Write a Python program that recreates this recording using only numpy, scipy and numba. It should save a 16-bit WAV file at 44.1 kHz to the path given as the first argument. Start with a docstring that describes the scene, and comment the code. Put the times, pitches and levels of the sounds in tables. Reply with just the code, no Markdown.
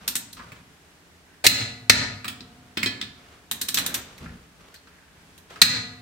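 """A garage, close to a bare wheel hub, on a camera's stereo microphones. A long torque wrench
tightens two lug nuts: it breaks over with a ringing snap and snaps back, the socket knocks onto the
next nut, the ratchet ticks, and it snaps again. Each blow is steel chattering on steel: tool and brake
disc ring, the hub booms. A jacket rustles, the wheel well and the room answer, and the snaps overload
the camera's limiter."""
import sys
import numpy as np
from scipy import signal
from scipy.fft import rfft, irfft, next_fast_len
from scipy.io import wavfile
from scipy.ndimage import uniform_filter1d
from numba import njit

SR = 44100
rng = np.random.default_rng(int(sys.argv[2]) if len(sys.argv) > 2 else 0)


def pcm_store(signal):
    """Save signal as 16-bit PCM."""
    levels = np.round(np.clip(np.atleast_2d(signal), -1, 1) * 32767)
    wavfile.write(sys.argv[1], SR, levels.astype(np.int16).T)


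N = 265041
T = np.arange(N) / SR
PORTS_HZ = 730  # longer waves reach both microphones alike

# The ringing of the wrench tube. Each row: frequency in Hz, level in dB, t60 in seconds.
TUBE_MODES = [(1979, -13, .7), (3284, -20, .4), (3890, -14, .12), (4022, -8, .35), (4116, 3, .46),
              (11025, -19, .34)]


def undb(db):
    """Decibels to gain."""
    return 10 ** (np.asarray(db) / 20)


def unit(x):
    """Scale to rms 1."""
    return x / np.sqrt(np.mean(x ** 2))


def fade(t, t60):
    """Exponential decay, 60 dB down after t60 seconds."""
    return np.exp(-np.log(1000) * t / max(t60, .002))


def on_log(hz, points_hz, values):
    """Read a curve on a log-frequency axis."""
    return np.interp(np.log(hz + 1), np.log(points_hz), values)


def colour(x, points):
    """Minimum-phase filter with the given (Hz, dB) response, falling away under its lowest point."""
    size = next_fast_len(x.shape[-1] + 4096, real=True) * 2
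    hz = np.arange(size // 2 + 1) * SR / size
    points_hz, db = np.transpose(points)
    gain = undb(on_log(hz, points_hz, db)) * np.clip(hz / points_hz[0], .03, 1) ** 2
    cepstrum = irfft(np.log(gain))
    cepstrum[1:size // 2] *= 2
    cepstrum[size // 2 + 1:] = 0
    return irfft(rfft(x, size) * np.exp(rfft(cepstrum)))[..., :x.shape[-1]]


def stereo_noise(size, alike):
    """Noise at the two microphones: the same in the bass, with correlation `alike` in the treble."""
    hz = np.arange(size // 2 + 1) * SR / size
    treble = 1 - 1 / (1 + (hz / PORTS_HZ) ** 3)
    side_share = (1 - alike) * treble / 2
    mid, side = rfft(rng.standard_normal((2, size)))
    return irfft(np.sqrt(1 - side_share) * mid + np.sqrt(side_share) * np.array([side, -side]), size)


def wander(rate_hz):
    """A smooth random curve with rms 1."""
    hold = int(SR / rate_hz)
    steps = np.repeat(rng.standard_normal(N // hold + 1), hold)
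    return unit(uniform_filter1d(uniform_filter1d(steps, hold), hold)[:N])


def add(track, start, sound):
    """Mix a sound in at `start` seconds."""
    i = int(start * SR)
    track[:, i:i + sound.shape[1]] += sound[:, :N - i]


def stroke(start, length, attack_s, t60):
    """One movement: it gathers speed, holds until its length is up and dies away."""
    return np.clip((T - start) / attack_s, 0, 1) * fade(np.clip(T - start - length, 0, 2 * t60), t60)


def room_tone():
    """Quiet workshop noise, wavering slightly, with a little hiss of each microphone's own."""
    # Each row: frequency in Hz, level in dB.
    spectrum = [(13, -37), (22, -21), (85, -0.5), (111, -12.5), (178, -4), (221, -16), (261, -6),
                (353, -12.5), (452, -9), (505, -19.5), (580, -15), (1290, -17), (1560, -15), (2700, -18),
                (15700, -32.5)]
    workshop = stereo_noise(N, 0) * undb(.6 * wander(13))
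    hiss = 0.37 * rng.standard_normal((2, N))
    return undb(-54) * unit(colour(workshop + hiss, spectrum))


def garage_echoes(x, well_db, well_t60):
    """Quick reflections in the wheel well, then the room's tail, which lasts longest in the bass."""
    # The room's reverberation. Each row: frequency in Hz, level in dB, t60 and build-up in seconds.
    bands = [(60, -6.5, 0.83, 0.052), (133.2, -2.5, 1, 0.02), (260, -10.5, 0.55, 0.068),
             (600, -0.5, 0.65, .02), (1700, -6.5, 0.57, 0.0053), (3840, -10.5, 0.53, 0.025),
             (7400, -10, .45, 0.0215), (11000, -11, 0.14, .015), (15000, -13, .33, .01)]
    band_hz, db, t60, build_s = np.transpose(bands)
    t, hz = T[:SR], np.arange(SR // 2 + 1)
    well = fade(t, well_t60) * (t > .003)
    response = undb(well_db) * stereo_noise(SR, 0.1) * well / np.linalg.norm(well)
    diffuse = rfft(stereo_noise(SR, .05))
    for k, share in enumerate(np.eye(len(bands))):
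        band = irfft(diffuse * on_log(hz, band_hz, share), SR)
        tail = fade(t, t60[k]) * (1 - np.exp(-t / build_s[k]))
        response += undb(db[k]) * band * tail / np.linalg.norm(tail)
    return signal.fftconvolve(x, response, axes=1)[:, :N]


def jacket():
    """Cloth rubs in uneven little slips while the worker's body shifts with a low rumble."""
    # Shifts of weight or arm. Each row: start and length in seconds, relative swish and rumble in dB.
    moves = [(0.0, .06, -58, -50), (0.365, 0.19, -59.5, -48), (2.403, 0.29, -69.5, -51.5),
             (3.169, 0.18, -61, -63), (4.037, 0.2, -59, -54), (4.205, 0.15, -64.5, -40.5),
             (4.589, 0.12, -62, -66), (4.997, 0.34, -75, -59), (5.492, 0.031, -50.5, -49)]
    # The spectra of cloth and body. Each row: frequency in Hz, level in dB.
    cloth_spectrum = [(210, -35), (350, -5.5), (672, -4.5), (826, -10.5), (1380, -4), (1490, -7),
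                      (3350, -11.5), (4460, -15.5), (15700, -32.5)]
    body_spectrum = [(21, -42), (35, -2), (65, 2), (108, -3.5), (178, 1.5), (254, -3), (339, -16),
                     (500, -11), (650, -61), (1100, -120)]
    swish, rumble = np.zeros((2, N))
    for start, length, swish_db, rumble_db in moves:
        speed = stroke(start, length, attack_s=0.0177, t60=.55)
        swish += undb(swish_db) * speed
        rumble += undb(rumble_db) * speed
    cloth = unit(colour(stereo_noise(N, 0.24) * undb(2 * wander(160)), cloth_spectrum))
    body = unit(colour(stereo_noise(N, 0.26) * undb(2 * wander(30)), body_spectrum))
    return undb(7.5) * swish * cloth + undb(-3.5) * rumble * body


def grind(strokes, spectrum, attack_s, t60, rough_db):
    """Steel sliding on steel in quick uneven slips."""
    slips = unit(colour(stereo_noise(N, 0.3) * undb(rough_db * wander(220)), spectrum))
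    return slips * sum(undb(db) * stroke(start, length, attack_s, t60) for start, length, db in strokes)


def seat_rub():
    """The nut's seat rubs faintly as the torque builds before a snap."""
    # Each row: start in seconds, length in seconds, level in dB.
    pulls = [(1.22, .12, -61.5), (4.86, 0.15, -59)]
    # Each row: frequency in Hz, level in dB.
    spectrum = [(800, -35.5), (1300, -15), (1520, -3), (1780, -4.5), (2100, -11.5), (5000, -33),
                (15000, -52)]
    return grind(pulls, spectrum, attack_s=0.0906, t60=1.3, rough_db=2.5)


def thread_scrape():
    """The nut scrapes round on its thread, lightly and then under load."""
    # Each row: start in seconds, length in seconds, level in dB.
    turns = [(3.53, 0.25, -52.5), (3.76, 0.23, -39.5)]
    # Each row: frequency in Hz, level in dB.
    spectrum = [(70, -3), (170, -3), (330, 0), (600, -3.5), (900, -7), (1700, 0.5), (3500, -11),
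                (12000, -22)]
    return grind(turns, spectrum, attack_s=0.0053, t60=0.25, rough_db=-1)


def release_creak():
    """The torque release grinds just before it first gives way."""
    # Each row: start in seconds, length in seconds, level in dB.
    creaks = [(1.44, 0.017, -16.5)]
    # Each row: frequency in Hz, level in dB.
    spectrum = [(59, -37.5), (100, -9.5), (730, -4.5), (1190, -12), (2240, 0), (2950, -7), (4500, 0),
                (5220, -11), (9440, -11.5), (15700, -17.5)]
    return grind(creaks, spectrum, attack_s=0.0041, t60=.06, rough_db=-0.5)


def ring(modes, spread_rad):
    """Modes struck a little unevenly; the higher ones reach the two microphones out of phase."""
    length_s = min(2, max(t60 for _, _, t60 in modes))
    t, tone = T[:int(SR * length_s)], 0
    for hz, db, t60 in modes:
        strength, phase, side = rng.standard_normal(3)
        right_shift = np.sign(side) * spread_rad * hz ** 2 / (hz ** 2 + PORTS_HZ ** 2)
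        phases = np.array([[0], [right_shift]]) + np.pi * phase
        tone = tone + undb(db + strength / 2) * fade(t, t60) * np.sin(2 * np.pi * hz * t + phases)
    return tone


def blows(events, spectrum, modes, crack_db, ring_db, disc_db, hub_db, hub_t60,
          resonance_db, alike, rise_s, hold_s, grit_db):
    """Steel on steel, as two stereo tracks: chatter with the hub's boom, and ringing tool and disc."""
    # Brake disc and spring ringing on. Each row: frequency in Hz, level in dB, t60 in seconds.
    disc_modes = [(106, -13, 1.8), (252, -15.5, 2.7), (460, -19.5, 1.4), (716, -30, 7.8), (870, -37, 2),
                  (1255, -6, 0.62), (1456, -5.5, 0.64), (1680, -1, 0.55), (1990, 5.5, 0.2), (1979, -11, .7),
                  (2098, -10, 0.27), (2560, -10, 0.6), (4800, -10.5, 0.52)]
    # Hub, suspension and panels, shaken through the studs. Each row: frequency in Hz, level in dB.
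    hub_spectrum = [(55, -13), (85, -14), (112, -0.5), (175, -7), (220, 2.5), (255, 2.5), (330, -11),
                    (500, -33), (2000, -70)]
    contact, tones = np.zeros((2, 2, N))
    t = T[:SR // 3]
    disc = ring(disc_modes, spread_rad=0.92)
    hz = np.geomspace(spectrum[0][0], 16000, 160)
    for start, db, body_db, treble_db, resonance_hz, extra_ring_db, thud_db, chatter_t60 in events:
        # a harder contact is brighter, a broader one has more body; each favours one damped resonance
        bass_db = thud_db + body_db / 2
        tilt_db = [bass_db, body_db, body_db, 0, 0, treble_db]
        shape_db = on_log(hz, *np.transpose(spectrum))
        shape_db += on_log(hz, [400, 1100, 2200, 3700, 5500, 11000], tilt_db)
        shape_db += resonance_db / (1 + ((hz - resonance_hz) / 300) ** 2)
        # the chatter is a string of tiny uneven bounces, about a millisecond apart
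        bounces = undb(grit_db * np.repeat(rng.standard_normal(len(t)), SR // 1000)[:len(t)])
        envelope = fade(np.maximum(t - hold_s, 0), chatter_t60) * (1 - fade(t, rise_s))
        crack = colour(stereo_noise(len(t), alike) * bounces * envelope, np.transpose([hz, shape_db]))
        add(contact, start, undb(db + crack_db) * crack / np.std(crack[:, :SR // 150]))
        # the heavy parts have many close modes, so their boom is rough
        boom = colour(stereo_noise(len(t), .1) * fade(t, hub_t60), hub_spectrum)
        add(contact, start, undb(db + hub_db + bass_db) * boom / np.std(boom[:, :SR // 16]))
        # every blow lands a little differently and sets the tool ringing anew
        add(tones, start, undb(db + ring_db + extra_ring_db) * ring(modes, spread_rad=1.7))
        add(tones, start, undb(db + disc_db + body_db) * disc)
    return np.array([contact, tones])


def ratchet_ticks(chatter_t60=0.057):
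    """The pawl slips over the teeth and bounces as the handle swings back."""
    # Each row: start in seconds, relative level, extra body and extra treble in dB, resonance in Hz.
    ticks = [(0.077, -7, -2.5, -3, 12100), (0.154, -8.5, -1, 0.5, 8100), (0.328, -26.5, -10.5, -1.5, 4000),
             (3.512, -9.5, 1, 2, 3800), (3.613, -10.5, -2, -0.5, 4070), (3.684, -10.5, -2, -1, 3950),
             (3.743, -6, -7, -4.5, 14000), (3.772, -7, 4, -11, 3800), (3.784, -8.5, 4, -3, 3870),
             (3.862, -9, 0, -0.5, 3540), (3.942, -9, -0.5, -2.5, 12000), (4.179, -34.5, 3, -5, 2290),
             (4.741, -33.5, 1, -7.5, 1640), (5.378, -36.5, 0, -0.5, 2780)]
    # The pawl's contact. Each row: frequency in Hz, level in dB.
    spectrum = [(150, -26.5), (300, -14), (600, -20), (1000, -14.5), (1700, -5.5), (3000, -4.5),
                (3800, -0.5), (4900, -5), (8000, -4), (9600, -2), (10500, -10), (12200, -2.5),
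                (14500, -1.5), (15700, -10.5)]
    teeth = [(*tick, 0, 0, chatter_t60) for tick in ticks]  # no extra ring or thud
    return blows(teeth, spectrum, TUBE_MODES, crack_db=-11.5, ring_db=-44, disc_db=-56, hub_db=-39,
                 hub_t60=0.52, resonance_db=7.5, alike=0.25, rise_s=0.0069, hold_s=0.0009, grit_db=3.5)


def socket_knocks():
    """The socket knocks against nuts and studs and rings."""
    # Each row: start in seconds, relative level, extra body and extra treble in dB, resonance in Hz,
    # extra ring and extra thud in dB, chatter t60 in seconds.
    knocks = [(0.368, -34, -3.5, -8, 1030, -9, -6, 0.19), (0.394, -33, 15, -5, 1150, -20, 0, 0.19),
              (0.519, -29.5, 1.5, 7.5, 2300, -13, 2, 0.043), (2.244, -19.5, 5.5, 5, 3960, -11, -1, 0.095),
              (2.28, -13.5, -5, 6, 3360, -12, -4.5, 0.076), (2.406, -27.5, -14, -17, 4130, -17, 2.5, 0.036),
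              (2.771, -12.5, 2, 0, 3490, 3, 1.5, 0.1), (2.829, -7.5, -5, 1.5, 2170, -6, -4.5, 0.069),
              (2.86, -10, -9.5, -5, 4070, 6, 3.5, 0.079), (3.013, -15, -6, -8.5, 3520, -3, -2.5, 0.095),
              (4.26, -30.5, 12, -5, 1470, -13.5, 0, 0.046), (4.294, -39.5, 4, -3.5, 1900, -5, -12, 0.042),
              (4.758, -37.5, -16, -6, 4340, -12, -10, 0.068), (4.872, -39.5, -4, -8, 1350, -5, 1, 0.091),
              (5.558, -31, -3, -11, 1340, -9, -4, 0.048)]
    # The socket's contact. Each row: frequency in Hz, level in dB.
    spectrum = [(150, -11.5), (260, -3), (420, -12.5), (780, -20.5), (1250, -9), (2500, -6), (3400, -13.5),
                (5000, -12), (6200, -22), (8200, -18), (11000, -29.5), (14200, -28), (15500, -17)]
    # The socket ringing on its nut. Each row: frequency in Hz, level in dB, t60 in seconds.
    modes = [(1728, -9, 0.45), (1981, -6, 0.29), (2550, -4, 0.18), (2510, -1, 0.25), (3138, -2, 0.27),
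             (3320, -4, 0.23), (4027, -6, .2), (4118, -10, 0.42), (4371, -2, 0.28), (5180, -4, 0.15),
             (8140, -27, 0.18), (15340, -26, 0.186)]
    return blows(knocks, spectrum, modes, crack_db=-10.5, ring_db=-21.5, disc_db=-39, hub_db=-27.5,
                 hub_t60=0.35, resonance_db=13, alike=0.31, rise_s=0.0034, hold_s=.0005, grit_db=2.5)


def torque_snaps():
    """The release breaks over or snaps back with a hard crack that sets the wrench tube ringing."""
    # Each row: start in seconds, relative level, extra body and extra treble in dB, resonance in Hz,
    # extra ring and extra thud in dB, chatter t60 in seconds.
    snaps = [(1.4652, -1.5, -3, 2.5, 2510, 2, -1.5, 0.03), (1.8963, -4, 1, -5, 1750, 1, 0.5, 0.029),
             (5.616, -3, 0, 0.5, 3920, 5, -3, 0.069)]
    # The release's contact. Each row: frequency in Hz, level in dB.
    spectrum = [(60, -22), (120, -14), (240, -12), (380, -24), (750, -24.5), (1050, -24), (1500, -13),
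                (1950, -5), (3200, -11.5), (4100, -3), (5600, -12.5), (7200, -13.5), (10500, -21),
                (14800, -19)]
    return blows(snaps, spectrum, TUBE_MODES, crack_db=3.5, ring_db=-13.5, disc_db=-23, hub_db=-22.5,
                 hub_t60=0.29, resonance_db=5.5, alike=0.48, rise_s=.0008, hold_s=0.0074, grit_db=2)


def scene():
    """The tool close by, its echoes, the nut on its thread and seat, the jacket and the quiet room."""
    contact, tones = torque_snaps() + socket_knocks() + ratchet_ticks()
    contact += release_creak()
    echoes = garage_echoes(contact + undb(-16) * tones, well_db=-6, well_t60=0.16)
    return contact + tones + echoes + thread_scrape() + seat_rub() + jacket() + room_tone()


@njit
def follow(x, attack, release):
    """Envelope that rises fast and sinks slowly."""
    envelope, level = np.empty(len(x)), 0.
    for i in range(len(x)):
        level += (x[i] - level) * (attack if x[i] > level else release)
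        envelope[i] = level
    return envelope


def limit(x, top_db, attack_s, release_s):
    """A limiter that ducks just after each snap and lets the tail swell back."""
    envelope = follow(np.abs(x).max(axis=0), 1 / (attack_s * SR), 1 / (release_s * SR))
    return x / np.maximum(1, envelope / undb(top_db))


def overload(x, lopsided):
    """One half of the wave gives way before the other, so the loudest cracks carry a short low thump."""
    bent = np.clip(x - lopsided * np.clip(x, -1, 1) ** 2, -1, 1)
    return signal.lfilter(*signal.butter(1, 30, "high", fs=SR), bent)


def record(dry):
    """The camera, its left microphone duller, limits, clips what gets through and cuts the top."""
    # The left microphone relative to the right. Each row: frequency in Hz, gain in dB.
    left_response = [(10, 2.5), (130, 0.5), (380, -2), (1000, 2), (2400, -1.2), (4400, -1.06), (8500, 1.5),
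                     (11500, -1.5), (14500, -7.5)]
    microphones = np.array([colour(dry[0], left_response), dry[1]])
    limited = limit(microphones, top_db=-11.5, attack_s=0.011, release_s=0.078)
    top_cut = signal.ellip(12, .2, 70, 15800, fs=SR, output="sos")
    return signal.sosfilt(top_cut, overload(limited, lopsided=0.07))


dry = scene()
out = record(dry)
pcm_store(out)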